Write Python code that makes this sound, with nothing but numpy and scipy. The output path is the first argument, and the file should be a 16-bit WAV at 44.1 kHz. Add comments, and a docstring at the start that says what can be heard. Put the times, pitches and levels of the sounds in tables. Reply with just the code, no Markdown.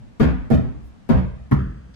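"""A quiet, bare room with a wooden floor, where small hard balls are juggled off the boards.
Four bounces follow the tail of an earlier one. Each gives a contact tick, a smack and a woody knock;
the floor's deep modes swell late and boom on, and the walls ring. Hands catch the balls softly in
between, over faint rumble and hiss. Peaks are limited, and left and right slip apart in steps."""
import sys
import numpy as np
from scipy import signal
from scipy.fft import rfft, irfft, next_fast_len
from scipy.io import wavfile
from scipy.ndimage import uniform_filter1d, minimum_filter1d

SR = 44100
rng = np.random.default_rng(int(sys.argv[2]) if len(sys.argv) > 2 else 0)


def put_to_file(sound):
    """Save the sound as 16-bit audio at rate SR, in the file named by the first command-line argument."""
    columns = np.atleast_2d(sound).T  # one column per channel
    safe = np.clip(columns, -1, 1)
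    whole_steps = np.round(safe * 32767)
    wavfile.write(sys.argv[1], SR, whole_steps.astype(np.int16))


N = 85995


def bounces(t):
    """Every bounce rings the same floor, coloured by the spot it lands on."""
    # Landings: start_s, spot (a-d), level_db, knock_hold_s, knock_db, room_db, smack_db,
    # then colour_db at each of the six EQ points of knock_and_room
    landings = [ (-0.310, "d", -4.5, .030, 0.41, 3.6, -26, 1, -4.7, -11, -26, 3, 0.24),
                (0.197, "a", -1, 0.037, 0.25, 2.5, -24, 0.73, 0.49, 0, 11.5, 4.5, 2.6),
                (0.502, "b", 1, 0.049, -2.1, -0.11, -36, 1, 0.015, 0.5, 2.5, -0.5, 1.6),
                (1.090, "c", 0, 0.019, 0.69, 1.1, -27, 0.34, -3.3, 3.5, 6.5, 2, 0),
                (1.512, "d", -3, 0.023, 2.4, 1.3, -21, -0.16, 0.084, -5.5, 10, -4, -0.11), ]
    out = 0
    for start, place, level_db, hold_s, knock_db, room_db, smack_db, *colour_db in landings:
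        age, spot = t - start, "abcd".index(place)
        blow = contact(age) + undb(smack_db) * smack(age)
        modes = floor_boom(age, spot) + board_ring(age, spot)
        wash = knock_and_room(age, hold_s, knock_db, room_db, colour_db)
        out = out + undb(level_db) * (blow + modes + wash)
    return out


def contact(age, contact_s=0.0026, tick_hz=1500):
    """The ball's brief push on the board, topped with a bright tick."""
    push = np.sin(np.pi * np.clip(age / contact_s, 0, 1)) ** 2
    highpass = signal.butter(1, tick_hz, "high", fs=SR, output="sos")
    tick = signal.sosfilt(highpass, rng.standard_normal(N)) * (age > 0) * fade(age, t60=0.008)
    return undb(-30.5) * push + undb(-40) * tick


def smack(age):
    """The first reflections off floor and wall arrive together as a short midrange smack."""
    return noise_band(centre_hz=1020, octaves=0.76) * (age > 0) * bump(age, peak_s=0.0097, width_s=0.0064)


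def floor_boom(age, spot):
    """The sprung floor booms: slow bending waves bring each deep mode in late, to swell and die away."""
    # Deep floor modes: pitch_hz, t60_s, arrival_s, rise_s, then level_db when struck at spots a-d
    modes = [ (38, 0.1, 0.012, 0.042, -20, -24.5, -35, -40),
             (51.5, 0.52, 0.0769, 0.087, -23, -25, -24.5, -24.5),
             (69.3, 0.35, 0.0357, 0.022, -10, -14.5, -11, -12.5),
             (128.4, 0.59, .040, 0.033, -22, -21, -20, -19),
             (140.2, 0.3, 0.00068, 0.007, -40, -16, -24.5, -7),
             (157.3, 0.21, 0.0037, 0.016, -16.5, -17.5, -10.5, -14.5),
             (185.05, 0.44, .065, 0.023, -15.5, -19.5, -15.5, -21),
             (220.8, 0.16, .003, 0.012, -19, -27.5, -10, -6),
             (233.1, 0.24, .003, 0.013, -9, -8, -11.5, -24),
             (260, 0.4, 0.02003, 0.048, -17.5, -20, -34, -34.5), ]
    # A second, faint swell of the boom.
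    out = undb(-35.5) * bump(age, peak_s=0.33, width_s=0.08) * np.sin(2 * np.pi * 63.47 * age)
    for hz, t60, arrival, rise, *spot_db in modes:
        mode_age = age - arrival
        envelope = swell(mode_age, rise) * fade(mode_age - rise, t60)
        out = out + undb(spot_db[spot]) * envelope * np.sin(2 * np.pi * hz * mode_age)
    return out


def board_ring(age, spot):
    """The struck boards ring with a woody note that depends on the spot."""
    # Board modes: pitch_hz, t60_s, then level_db when struck at spots a-d
    modes = [ (390.2, 0.23, -16.5, -33, -27.5, -26.5), (449.7, 0.13, -16.5, -31, -43, -42.5),
             (479.5, 0.35, -19, -26, -29, -29.5), (524.3, 0.36, -31.5, -48.5, -29.5, -32.5),
             (597, 0.39, -35, -50, -27.5, -35.5), (658.4, 0.3, -23.5, -22.5, -30, -32),
             (739, 0.39, -33.5, -31, -27.5, -41), (822, .22, -38, -24, -32, -43.5),
             (916, 0.26, -38.5, -36, -29, -33), (976, 0.3, -45, -43, -22, -29),
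             (1071, 0.22, -29.5, -58, -27.5, -26.5), (1304, 0.49, -44.5, -42, -36.5, -33),
             (1430, 0.34, -29, -37, -34.5, -34.5), (1678, 0.27, -39, -43.5, -37, -35),
             (1824, 0.17, -51, -37, -56, -33), ]
    ring = 0
    for hz, t60, *spot_db in modes:
        tone = np.sin(2 * np.pi * (hz * age + rng.random()))
        ring = ring + undb(spot_db[spot]) * fade(age, t60) * tone
    return swell(age, rise_s=0.0099) * ring


def knock_and_room(age, hold_s, knock_db, room_db, colour_db):
    """Knock and room tail share one noise, shaped in half-octave bands and EQ'd for each bounce."""
    # EQ points: frequency_hz
    colour_hz = [100, 280, 600, 1300, 3000, 9000]
    size = next_fast_len(N)
    spectrum = rfft(rng.standard_normal(N), size)
    bin_hz = np.maximum(np.arange(size // 2 + 1) * SR / size, 1)
    out = 0
    for hz in 31.25 * 2 ** (np.arange(19) / 2):
        window = np.cos(np.pi / 2 * np.clip(2 * np.log2(bin_hz / hz), -1, 1))
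        band = irfft(spectrum * window, size)[:N]
        power = uniform_filter1d(band ** 2, int(SR * max(0.03, 12 / hz)))
        steady = band / np.sqrt(2 * power)  # evens out the noise's own flutter
        knock = undb(knock_db) * knock_envelope(age, hz, hold_s)
        tail = undb(room_db) * room_envelope(age, hz)
        out = out + steady * np.hypot(knock, tail) * undb(curve(hz, colour_hz, colour_db))
    return out


def knock_envelope(age, hz, hold_s):
    """Dense board modes and first reflections make a knock that jumps up, holds and drops away."""
    # Knock spectrum: frequency_hz, level_db (per octave)
    knock_spectrum = [(30, -29), (90, -21.5), (230, -18), (500, -27), (1200, -50.5), (2400, -43.5),
                      (4800, -51.5), (9000, -62), (15000, -61.5)]
    level = undb(curve(hz, *np.array(knock_spectrum).T))
    return level * swell(age, rise_s=0.0029) * fade(age - hold_s, t60=0.067)


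def room_envelope(age, hz):
    """The bare room rings on, shorter in the treble; a far wall's echo lifts the tail briefly."""
    # Reverb: frequency_hz, level_db (per octave), t60_s
    reverb = [(30, -38.5, 1), (94.5, -22.5, 0.65), (213, -20.5, 0.58), (489, -30.5, 0.57),
              (1110, -41.5, 0.64), (2227, -43.5, 0.65), (5060, -55, .48), (8600, -62, 0.33),
              (15000, -59.5, 0.35)]
    points_hz, levels_db, t60s = np.array(reverb).T
    echo_db = 2 * bump(age, peak_s=0.088, width_s=0.013)
    level = undb(curve(hz, points_hz, levels_db) + echo_db)
    return level * swell(age, rise_s=0.04) * fade(age, curve(hz, points_hz, t60s))


def catches(t):
    """Soft brushes of ball against hand."""
    # Catches and hand movements: peak_s, level_db, width_s, centre_hz, spread_octaves
    brushes = [(0.86, -68.5, .04, 6000, 2.5), (1.374, -63.5, .018, 1730, 0.94), (1.41, -62, .035, 640, 0.4),
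               (1.945, -57, 0.0064, 3380, 0.77)]
    return sum(undb(level_db) * noise_band(hz, octaves) * bump(t, peak_s, width_s)
               for peak_s, level_db, width_s, hz, octaves in brushes)


def room_tone(level_db=-48, stereo_width=0.53):
    """Faint rumble and hiss of the quiet room."""
    # Air spectrum: frequency_hz, relative_db (per Hz)
    air_spectrum = [(15, -21), (25, -2), (76, -4), (223, 1.5), (354, -15.5), (545, -15.5), (1130, -20.5),
                    (7920, -40.5), (11600, -49.5), (16000, -71)]
    mid, side = rng.standard_normal((2, N))
    noise = np.array([mid + stereo_width * side, mid - stereo_width * side])
    hush = shape(noise, lambda f: undb(curve(f, *np.array(air_spectrum).T)))
    return undb(level_db) * hush / hush.std()


def limiter(x, ceiling_db=-2.6, window_s=0.005):
    """A fast limiter ducks both channels around each peak."""
    size = int(window_s * SR)
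    gain = np.minimum(1, undb(ceiling_db) / (np.abs(x).max(axis=0) + 1e-9))
    return x * uniform_filter1d(minimum_filter1d(gain, size), size)


def stereo_slip(x, crossfade_s=0.0073):
    """The image jumps: one channel or the other runs a little late, by a lag that changes in steps."""
    # Lag steps: start_s, right_lag_ms (negative: the left is late)
    slips = [(0, 8.4), (.13, 4.17), (.225, -13.15), (.325, -4.08), (.43, -7.89), (.535, 1.63), (.635, 7.78),
             (.745, -13.24), (.85, 2.99), (.955, 11.66), (1.06, 7.62), (1.165, 15), (1.26, 1.9),
             (1.375, 1.63), (1.48, .98), (1.585, .63)]
    step = np.searchsorted([start for start, _ in slips], np.arange(N) / SR, side="right") - 1
    out = 0
    for k, (_, lag_ms) in enumerate(slips):
        share = uniform_filter1d(1. * (step == k), int(crossfade_s * SR))
        lags = [max(round(side * lag_ms * SR / 1000), 0) for side in (-1, 1)]
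        delayed = [np.pad(channel, (lag, 0), "reflect")[:N] for channel, lag in zip(x, lags)]
        out = out + share * np.array(delayed)
    return out


def undb(db):
    return 10 ** (np.asarray(db) / 20)


def curve(hz, points, values):
    """Straight lines on a log-frequency axis."""
    return np.interp(np.log(np.maximum(hz, 1)), np.log(points), values)


def shape(x, gain):
    """Filter by a gain that is a function of frequency."""
    size = next_fast_len(x.shape[-1] + 8192)
    bin_hz = np.arange(size // 2 + 1) * SR / size
    return irfft(rfft(x, size) * gain(bin_hz), size)[..., :x.shape[-1]]


def noise_band(centre_hz, octaves):
    """Unit-RMS noise, 6 dB down this many octaves either side of its centre."""
    band = shape(rng.standard_normal(N), lambda f: 1 / (1 + (np.log2((f + 1) / centre_hz) / octaves) ** 4))
    return band / band.std()


def swell(age, rise_s):
    """Smooth rise from 0 to 1."""
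    return np.sin(np.pi / 2 * np.clip(age / rise_s, 0, 1)) ** 2


def fade(age, t60):
    """Exponential decay from age 0, down 60 dB after t60 seconds."""
    return np.exp(-np.log(1000) * np.maximum(age, 0) / t60)


def bump(t, peak_s, width_s):
    """Bell-shaped rise and fall."""
    return np.exp(-((t - peak_s) / width_s) ** 2)


def scene():
    """Bounces up front, catches and room tone far behind."""
    t = np.arange(N) / SR
    return bounces(t) + catches(t) + room_tone()


def record(dry):
    """The microphone drops the lowest rumble; peaks are held, the channels slip and the top is cut."""
    low_cut = signal.butter(2, 22.7, "high", fs=SR, output="sos")
    high_cut = signal.ellip(8, 0.2, 70, 15200, fs=SR, output="sos")
    held = limiter(signal.sosfilt(low_cut, dry))
    return signal.sosfilt(high_cut, stereo_slip(held))


dry = scene()
out = record(dry)
put_to_file(out)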